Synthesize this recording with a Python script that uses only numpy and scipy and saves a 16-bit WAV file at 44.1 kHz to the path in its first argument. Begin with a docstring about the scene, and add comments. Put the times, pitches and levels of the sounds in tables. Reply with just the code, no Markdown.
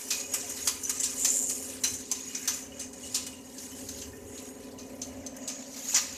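"""A hand-driven rack, chain and flywheel of thin steel, close to a small mono microphone in a workshop.
From the start, teeth and links strike and leave the steel ringing over the whirr of the running chain.
Just after one second the freewheel pawl ticks fast for a moment. From four seconds the clanks are softer
and a rough tone climbs far off; two hard blows land near six seconds. All the while a steady machine
drones further back in the room, throbbing once for each turn of its shaft."""
import sys
import numpy as np
from scipy import signal
from scipy.fft import rfft, irfft
from scipy.io import wavfile
from scipy.ndimage import uniform_filter1d

SR = 44100
rng = np.random.default_rng(int(sys.argv[2]) if len(sys.argv) > 2 else 0)


def wrap_up_sound(samples):
    """Save the sound to the file named by the first command line argument, as 16-bit audio."""
    columns = np.atleast_2d(samples).T
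    # keep every value between -1 and 1, then stretch to whole-number steps
    tamed = np.clip(columns, -1, 1)
    steps = np.round(tamed * 32767).astype(np.int16)
    wavfile.write(sys.argv[1], SR, steps)


N = 272094

# Teeth and links striking, close up. Each row: start in seconds, level in dB, then body, upper body
# and top in dB against the middle register, decay time in seconds.
BLOWS = [(0.1042, -16, -12, -1, -4, 0.2), (0.201, -20, -13, -6.5, -15, 0.074),
         (0.3367, -9.5, -12, -17, -3.5, 0.1), (0.4934, -21, -14, -17, -1.5, 0.11),
         (0.5661, -31.5, -9, 2, -4, 0.27), (0.6505, -21.5, -22, -23, -4, 0.14),
         (0.6712, -11, -8, -1.5, -1.5, 0.11), (0.833, -21, -35, -27, -3, 0.084),
         (0.8545, -30, -15, -27, -18, 0.13), (0.894, -9, -12.5, -11, -2.5, 0.065),
         (0.998, -15.5, -26, -26, -6, 0.1), (1.0306, -15, -25, -6.5, -8.5, 0.19),
         (1.1882, -31, -18, -27, 5, 0.11), (1.2453, -11, -12.5, -5.5, -5, 0.14),
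         (1.494, -19, -11.5, -6, -3, 0.11), (1.8357, -13.5, -8, -6, -6, 0.16),
         (1.8734, -22, -21, -17, -10, 0.12), (1.936, -25.5, -20, -3, 1, 0.082),
         (2.113, -12.5, -13, -8, -3.5, 0.069), (2.1484, -33.5, -4, 0, -22, 0.12),
         (2.3476, -17, -19, -13, -32, 0.086), (2.4753, -10, -12, -8, -5, 0.13),
         (2.53, -26, -13, -14, -3, 0.42), (2.793, -23, -23, -11.5, -10, 0.21),
         (2.929, -31, -11, -13, -10, 0.1), (3.1435, -17, -11.5, -0.5, -6, 0.18),
         (3.2645, -24, -10.5, -7, -4, 0.075), (3.5808, -29, -28, -0.5, -7, 0.083),
         (3.8864, -27, -12, -6, -1, 0.11), (4.013, -30.5, -10, -6, -7, 0.17),
         (4.3755, -31.5, -9, 1.5, -16, 0.096), (4.785, -35, -12, -6, -10, 0.2),
         (5.015, -22.5, -20, -7, -12, 0.11), (5.262, -23.5, -19, -6.5, -5, 0.053),
         (5.3644, -29.5, -7, -24, 2.5, 0.047), (5.475, -20, -15.5, -6.5, -10, 0.17),
         (5.6261, -40, -15, -15, -12, 0.1), (5.762, -29, -14, -5, -17, 0.16),
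         (5.944, -3, -17.5, -17, -20, 0.1), (5.9597, -8, -10.5, -3, -8, 0.12)]
# High modes of the struck steel. Each row: pitch in Hz, relative level in dB, decay in seconds (capped).
STEEL_MODES = [(4420, -27, 0.09), (4830, -15, 0.26), (4940, -38, 0.044), (5700, -29, 0.13),
               (5530, -25, 0.17), (6220, 12.5, 0.033), (5930, 3.5, 0.027), (6740, -23, 0.53),
               (7200, -44, 0.31)]
# Lower ring of the frame. Each row: pitch in Hz, relative level in dB, nominal decay in seconds.
RAIL_MODES = [(1018, -9.5, 0.23), (1225, -2.5, 0.14), (1730, -14, 0.44), (2010, -3.5, 0.24),
              (2485, 1.5, 0.53), (2730, -4, 0.13), (2940, 0.5, 0.19), (3219, -12, .21), (3365, -9, 0.17),
              (4260, -7, 0.17)]
# Single parts ringing clear. Each row: start in seconds, pitch in Hz, level in dB, decay in seconds.
PART_PINGS = [(.206, 2480, -37, 0.067), (.432, 714, -43, .14), (0.761, 2440, -48, 0.15),
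              (0.851, 6100, -27, 0.066), (0.896, 1238, -46, 0.24), (0.112, 2492, -38, 0.53),
              (1.839, 4060, -26, 0.068), (1.838, 5920, -29.5, 0.23), (2.114, 1035, -41.5, 0.083),
              (2.22, 6739, -42.5, 0.28), (2.29, 2896, -46.5, 0.2), (2.345, 2236, -40.5, 0.12),
              (2.464, 2880, -54, 0.27), (2.719, 2920, -49, .2), (2.795, 4940, -46, .12),
              (2.814, 2915, -44.5, .11), (3.034, 2906, -44, .2), (3.328, 2840, -46.5, 0.26),
              (3.726, 3010, -49, 0.11), (4.132, 1810, -45, 0.1), (4.779, 2870, -50.5, 0.076),
              (5.926, 2583, -45, .48), (5.939, 894, -12, 0.015), (5.957, 920, -37, 0.026)]
# Running chain and gears. Each row: time in seconds, level in dB, then body, upper body and top
# in dB against the middle register.
CHAIN_RUN = [(0, -43.5, -7.5, -9, -1), (.1, -42.5, -13, -12, -1), (.29, -46.5, -10, -14, -5),
             (.42, -41.5, -13, -9.5, -10), (.68, -45, -8.5, -10, 0.5), (.81, -49.5, -6.5, -9, -1),
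             (1, -37.5, -12.5, -14, -13), (1.17, -44, -10, -10, -2), (1.32, -36, -19.5, -17, -5),
             (1.5, -47, -15, -13, 1.5), (1.7, -43.5, -8, -6, 0), (1.8, -52, -4, -2, -3),
             (1.9, -44, -13.5, -21, -5), (2.05, -49.5, -12.5, -4, -10), (2.45, -46.5, -5, -7, -1.5),
             (2.7, -60.5, -2, -6, -8), (2.82, -45.5, -9, -17, -22), (2.91, -64, -5.5, -7, -9),
             (3.07, -44, -11.5, -6.5, -9), (3.28, -54, -5, -1, -5), (3.43, -62, -10, -7, -7),
             (3.6, -47, -10, -8, -2.5), (3.85, -52.5, -9.5, -7, -1.5), (4, -50, -10, -1.5, -1.5),
             (4.12, -57, -6, -10, -0.5), (4.48, -58.5, -0.5, -7, -1), (4.68, -63.5, -2.5, 2, -1.5),
             (5.05, -59.5, -3.5, -9, 0.5), (5.4, -55.5, -3, -7.5, -24), (5.65, -49, -13, -8, -11),
             (5.82, -46, -12.5, -7.5, 0), (5.95, -36.5, -15, -10, -8), (6.17, -48.5, -6.5, -4, -7)]
# The frame singing under the whirr. 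Each row: pitch in Hz, width in Hz, relative level in dB.
FRAME_SONG = [(2100, 9.7, -32), (2440, 18, -22), (6500, 41, -23), (6720, 61, 12), (12800, 370, -40)]
# Steel noise through the microphone port. Each row: frequency in Hz, relative level in dB.
STEEL_SPECTRUM = [(350, -62), (600, -8.5), (1260, -6), (1480, -6.5), (1630, -3.5), (2600, -3), (2900, -5),
                  (3600, -8.5), (4170, -4.5), (4590, -5), (6960, 7.5), (11000, -13), (13100, -15),
                  (14200, -15), (15000, -83)]
# High treble of the close machine. Each row: time in seconds, gain in dB.
TREBLE_GAIN = [(0, -3), (.6, -0.5), (1.5, 2), (2, 2.5), (2.5, -5.5), (3, 5), (4, -4), (4.5, 4), (5, -3.5),
               (5.4, 0.5), (5.8, -9), (6.17, -6.5)]
# The far machine's drone. Each row: multiple of the shaft speed, relative level in dB.
SHAFT_ORDERS = [(5, -68.0), (6, -72.0), (7, -65.0), (8, -66.0), (13, -74.0), (16, -70.0), (17, -68.0),
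                (18, -71.0), (19, -63.0), (20, -61.0), (21, -60.0), (22, -52.0), (23, -56.0), (24, -59.0),
                (25, -67.0), (29, -69.0), (30, -69.0), (33, -67.0), (34, -64.0), (35, -61.0), (36, -60.0),
                (37, -70.0), (38, -66.0), (39, -69.0), (41, -71.0), (44, -65.0), (45, -66.0), (46, -69.0),
                (47, -67.0), (48, -69.0)]
# Room tone of the workshop. Each row: frequency in Hz, relative level in dB.
AIR_SPECTRUM = [(15, -49), (25, -8), (75, 11), (146, -0.5), (257, 7.5), (354, 5.5), (543, -2), (1000, -1),
                (1150, -7), (2070, -16), (3830, -103.5), (6720, -75), (8780, -116), (12800, -7.5),
                (15000, -28)]
# Boomy resonances of the room. Each row: pitch in Hz, width in Hz, level in dB against the room tone.
ROOM_MODES = [(83.6, 40, -1.5), (263, 27, -8.5), (420, 107, -7.5), (554.3, 26, -5.5), (736, 63, -11),
              (995.5, 19, -12), (1885, 130, -16), (2000, 200, -19)]
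# Low end of the background. Each row: time in seconds, then levels in dB below 140 Hz,
# from 140 to 320 Hz, from 320 to 490 Hz and from 490 to 800 Hz.
LOW_BAND_LEVELS = [(0.0, -75, -55.5, -59, -63), (0.08, -65, -53, -56.5, -54.5),
                   (0.46, -58.5, -52, -53, -54), (0.86, -57, -52.5, -54, -64.5),
                   (1.36, -60.5, -50.5, -54, -53), (1.92, -53.5, -51, -54, -59.5),
                   (2.27, -65.5, -50, -57, -68), (2.73, -55.5, -48.5, -59, -55),
                   (3.68, -64, -49.5, -59.5, -59), (3.85, -55, -46, -52.5, -56.5),
                   (4.19, -54.5, -51.5, -51.5, -60), (4.4, -60.5, -49, -51, -57),
                   (5.21, -54, -45.5, -59.5, -52.5), (5.53, -68.5, -47.5, -67, -52),
                   (6.15, -59.5, -50, -63, -56), (6.17, -61, -55, -63, -52)]

SHAFT_HZ, BEAT_S = 11.705, .057  # the far machine's shaft speed and the time of its first throb


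def clanks():
    """Teeth and links strike close by: each blow chatters, dies away and leaves the steel ringing."""
    envelopes = blow_envelopes()
    body, _, middle, _ = envelopes
    contacts = patchy(grit(lumpy_db=1.37, span_s=.003), patch_db=2.6)
    chatter = (registers(contacts) * envelopes).sum(0)
    return chatter + gain_of(-23) * (steel_ring(middle) + rail_ring(body))


def blow_envelopes(crest_db=13, chatter_share=.027, soft_rise_s=.0013, soft_db=-29):
    """Each blow swells, holds briefly and fades in four registers; weak blows swell more slowly."""
    power, t = np.zeros((4, N)), np.arange(SR // 2) / SR
    lag_s = np.array([[.004], [.002], [.0012], [.003]])  # the body swells later than the treble
    fade_rate = np.array([[.9], [.95], [1], [1.2]])  # the top dies first
    for start, db, body_db, upper_db, top_db, t60 in BLOWS:
        rise = 1 - np.exp(-t / (lag_s + soft_rise_s / (1 + gain_of(db - soft_db))))
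        fall_db = -60 * np.maximum(t - chatter_share * t60, 0) / t60 * fade_rate
        register_db = np.array([[body_db], [upper_db], [0], [top_db]])
        shape = rise * gain_of(db - crest_db + register_db + fall_db)
        part = power[:, round(start * SR):][:, :len(t)]
        part += shape[:, :part.shape[1]] ** 2
    return np.sqrt(power)


def steel_ring(envelope, longest_s=.13):
    """Thin steel rings high; each blow lands elsewhere and favours other modes."""
    drive, ring = envelope * rng.standard_normal(N), np.zeros(N)
    for (hz, db, t60), favour in zip(STEEL_MODES, wander(2.3, count=len(STEEL_MODES))):
        width = 2.2 / min(t60, longest_s)
        ring += gain_of(db + 7.5 * favour) * resonate(drive, hz, width) / np.sqrt(width / SR)
    return ring


def rail_ring(envelope):
    """The frame rings lower, shaken by the blows and by the running chain."""
    run_db, body_db = curve(CHAIN_RUN)[:2]
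    drive = (envelope + gain_of(run_db + body_db - 2)) * rng.standard_normal(N)
    return sum(gain_of(db + 3 * favour) * resonate(drive, hz, 3.9 / t60) * np.sqrt(t60 * SR)
               for (hz, db, t60), favour in zip(RAIL_MODES, wander(5.6, count=len(RAIL_MODES))))


def pings(rise_cycles=5.1):
    """Single loose parts ring with dying tones, roughened by their shaking."""
    tones, t = np.zeros(N), np.arange(SR // 2) / SR
    shake = evened(resonate(rng.standard_normal(N), hz=0, width=87))
    for start, hz, db, t60 in PART_PINGS:
        rise = 1 - np.exp(-t * hz / rise_cycles)
        tone = np.sin(2 * np.pi * hz * t) * rise * gain_of(db - 60 * t / t60)
        part = tones[round(start * SR):][:len(t)]
        part += tone[:len(part)]
    return tones * (1 + .83 * shake)


def whirr(surge_db=1.5, surges_per_s=9):
    """Chain and gears run unevenly: dense small contacts, with the frame singing among them."""
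    run_db, body_db, upper_db, top_db = curve(CHAIN_RUN)
    level = gain_of(run_db + surge_db * wander(surges_per_s)[0])
    contacts = patchy(grit(lumpy_db=1.2, span_s=.0061), patch_db=2.4) + gain_of(-8) * links()
    hiss = registers(contacts) * gain_of([body_db, upper_db, np.zeros(N), top_db])
    drive = rng.standard_normal(N)
    song = sum(gain_of(db + 13 * flicker.clip(-2, 1.2)) * evened(resonate(drive, hz, width))
               for (hz, width, db), flicker in zip(FRAME_SONG, wander(7.5, count=len(FRAME_SONG))))
    return level * (hiss.sum(0) + gain_of(-23.5) * song)


def links(per_s=400, pitches=30, t60=.028):
    """Chain links clink at random, each a brief ring at its own pitch."""
    hits = gain_of(2.5 * np.minimum(rng.exponential(1, N), 3)) * (rng.random(N) < per_s / SR)
    which, t = rng.integers(0, pitches, N), np.arange(1200) / SR
    fade = gain_of(-60 * t / t60) * (1 - np.exp(-t / .0006))
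    clinks = np.zeros(N)
    for k, hz in enumerate(np.geomspace(1500, 12000, pitches)):
        clinks += signal.oaconvolve(hits * (which == k), np.sin(2 * np.pi * hz * t) * fade)[:N]
    return evened(clinks)


def pawl(start_s=1.13, rise_s=.071, hold_s=.34, ticks_per_s=240, ring_hz=7200):
    """The freewheel pawl catches, holds and lets go: quick uneven ticks, each a short bright ring."""
    t = np.arange(N) / SR - start_s - rise_s
    db = -31.5 - 8 * t - 132 * np.maximum(t - hold_s, 0)  # a slow sag, then a fast fall
    level = (1 + t / rise_s).clip(0, 1) ** 3 * gain_of(db)
    teeth_passed = np.cumsum(ticks_per_s * (1 + .5 * wander(90)[0]).clip(.1)) / SR
    force = gain_of(3.3 * rng.standard_normal(N).clip(-3, 1.5))
    ticks = (np.diff(np.floor(teeth_passed), prepend=0) > 0) * force
    bursts = signal.lfilter([1], [1, -np.exp(-1 / (.0007 * SR))], ticks) * rng.standard_normal(N)
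    ring = evened(resonate(resonate(bursts, ring_hz, 650), ring_hz, 1100))
    upper_ring = evened(resonate(bursts, hz=8060, width=420))
    return level * (ring + gain_of(-8.5) * upper_ring)


def gear_whine(hz=2898, swell_share=.42):
    """The gear mesh whines: a narrow band of noise that comes in fits and swells with the whirr."""
    db = -67.5 + swell_share * (curve(CHAIN_RUN)[0] + 50) + 2.7 * wander(12)[0]
    return gain_of(db) * evened(resonate(resonate(rng.standard_normal(N), hz, 62), hz, 110))


def drone():
    """The far machine hums at multiples of its shaft speed; those near the strongest throb together."""
    t = np.arange(N) / SR - BEAT_S
    strongest = max(SHAFT_ORDERS, key=lambda row: row[1])[0]
    drift, hum = wander(1.1, count=2 * len(SHAFT_ORDERS)), np.zeros(N)
    for (order, db), phase_drift, level_drift in zip(SHAFT_ORDERS, drift[::2], drift[1::2]):
        apart = abs(order - strongest)
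        scatter = -.3 * apart ** 3 if apart < 4 else rng.uniform(-np.pi, np.pi)
        phase = 2 * np.pi * order * SHAFT_HZ * t + scatter + .42 * phase_drift
        hum += np.sqrt(2) * gain_of(db + 1.38 * level_drift) * np.cos(phase)
    return hum


def climbing_tone(start_s=4.08, length_s=1.93, start_hz=440, hz_per_s=137):
    """Far off, a rough tone swells, rises in pitch and fades."""
    t = (np.arange(N) / SR - start_s).clip(0, length_s)
    band = resonate(rng.standard_normal(N), start_hz + hz_per_s * t, width=90)
    return gain_of(-59) * evened(band) * np.sin(np.pi * t / length_s)


def workshop():
    """Room tone: air, and boomy resonances that pulse with the far machine's shaft."""
    air, drive = colour(rng.standard_normal(N), AIR_SPECTRUM), rng.standard_normal(N)
    boom = sum(gain_of(db + 1.14 * swell) * evened(resonate(resonate(drive, hz, width), hz, width * 2))
               for (hz, width, db), swell in zip(ROOM_MODES, wander(6.9, count=len(ROOM_MODES))))
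    throb = 1 + .35 * np.cos(2 * np.pi * SHAFT_HZ * (np.arange(N) / SR - BEAT_S))
    return gain_of(-56) * (air + boom * throb)


def reverb(x, t60=.42):
    """The room answers with a diffuse tail, 6 ms behind the direct sound."""
    t = np.arange(SR // 2) / SR
    tail = rng.standard_normal(len(t)) * gain_of(-60 * t / t60) * (t > .006)
    return signal.oaconvolve(x, tail / np.linalg.norm(tail))[:N]


def vary_treble(x):
    """The high treble brightens and dulls."""
    low, high, top = split(x, [7600, 11800])
    return low + high * gain_of(curve(TREBLE_GAIN)[0]) + top


def vary_lows(x):
    """Sets four low bands to their changing levels and passes the rest."""
    *lows, rest = split(x, [140, 320, 490, 800])
    return rest + sum(gain_of(db) * evened(band) for db, band in zip(curve(LOW_BAND_LEVELS), lows))


def grit(lumpy_db, span_s):
    """Noise whose level jumps about, as many small contacts."""
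    lumps = evened(uniform_filter1d(rng.standard_normal(N), round(span_s * SR)))
    return evened(rng.standard_normal(N) * gain_of(lumpy_db * lumps))


def patchy(x, patch_db):
    """Lets small regions of pitch and time come and go."""
    spectra = signal.stft(x, nperseg=256, noverlap=192)[2]
    patches = uniform_filter1d(rng.standard_normal(spectra.shape), size=5, axis=0)
    patches = evened(uniform_filter1d(patches, size=16, axis=1))
    return evened(signal.istft(spectra * gain_of(patch_db * patches), nperseg=256, noverlap=192)[1][:N])


def registers(x):
    """Colours noise as steel and splits it into body, upper body, middle and top, each of rms 1."""
    return np.array([evened(band) for band in split(colour(x, STEEL_SPECTRUM), [3150, 5350, 9300])])


def split(x, edges_hz):
    """Bands of x below, between and above the edges."""
    spectrum, hz = rfft(x), np.fft.rfftfreq(len(x), 1 / SR)
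    below = [1 / (1 + (hz / edge) ** 12) for edge in edges_hz]
    return np.array([irfft(spectrum * (b - a), len(x)) for a, b in zip([0] + below, below + [1])])


def colour(x, points):
    """Shapes x by a spectrum that keeps white noise at its level."""
    point_hz, db = np.transpose(points)
    hz = np.fft.rfftfreq(len(x), 1 / SR)
    gains = evened(gain_of(np.interp(np.log(hz + 1), np.log(point_hz + 1), db)))
    return irfft(rfft(x) * gains, len(x))


def resonate(x, hz, width):
    """A resonance, width in Hz; a moving one shifts hz down to zero, smooths, and shifts back."""
    r = np.exp(-np.pi * width / SR)
    if np.ndim(hz) == 0:
        return 2 * signal.lfilter([1 - r], [1, -r * np.exp(2j * np.pi * hz / SR)], x + 1e-18).real
    turn = np.exp(2j * np.pi * np.cumsum(hz) / SR)
    return 2 * (turn * signal.lfilter([1 - r], [1, -r], x / turn + 1e-18)).real


def wander(per_s, count=1):
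    """Slow random curves of rms 1."""
    steps = rng.standard_normal((count, N // 256 + 2))
    slow = uniform_filter1d(steps, max(round(SR / 256 / per_s), 1), axis=1)
    return [np.interp(np.arange(N) / 256, np.arange(len(row)), evened(row)) for row in slow]


def curve(rows):
    """Columns of a table, joined in time."""
    times, *columns = np.transpose(rows)
    return [np.interp(np.arange(N) / SR, times, column) for column in columns]


def evened(x):
    """Scales x to rms 1."""
    return x / np.sqrt(np.mean(x ** 2) + 1e-20)


def gain_of(db):
    return 10 ** (np.asarray(db) / 20)


def scene():
    """One microphone position: the hand-driven machine up close, the workshop behind it."""
    strikes = clanks() + pawl() + pings()
    close = vary_treble(strikes + gain_of(-9) * reverb(strikes) + whirr()) + gear_whine()
    background = vary_lows(drone() + workshop() + climbing_tone())
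    mono = close + background
    return np.array([mono, mono])


def record(dry, ceiling=.28, edge_hz=14500):
    """The recorder softly squashes the peaks and cuts off the highest treble."""
    squashed = ceiling * np.tanh(dry / ceiling)
    lowpass = signal.firwin(255, edge_hz, window=("kaiser", 8), fs=SR)
    return signal.oaconvolve(squashed, lowpass[None], "same")


dry = scene()
out = record(dry)
wrap_up_sound(out)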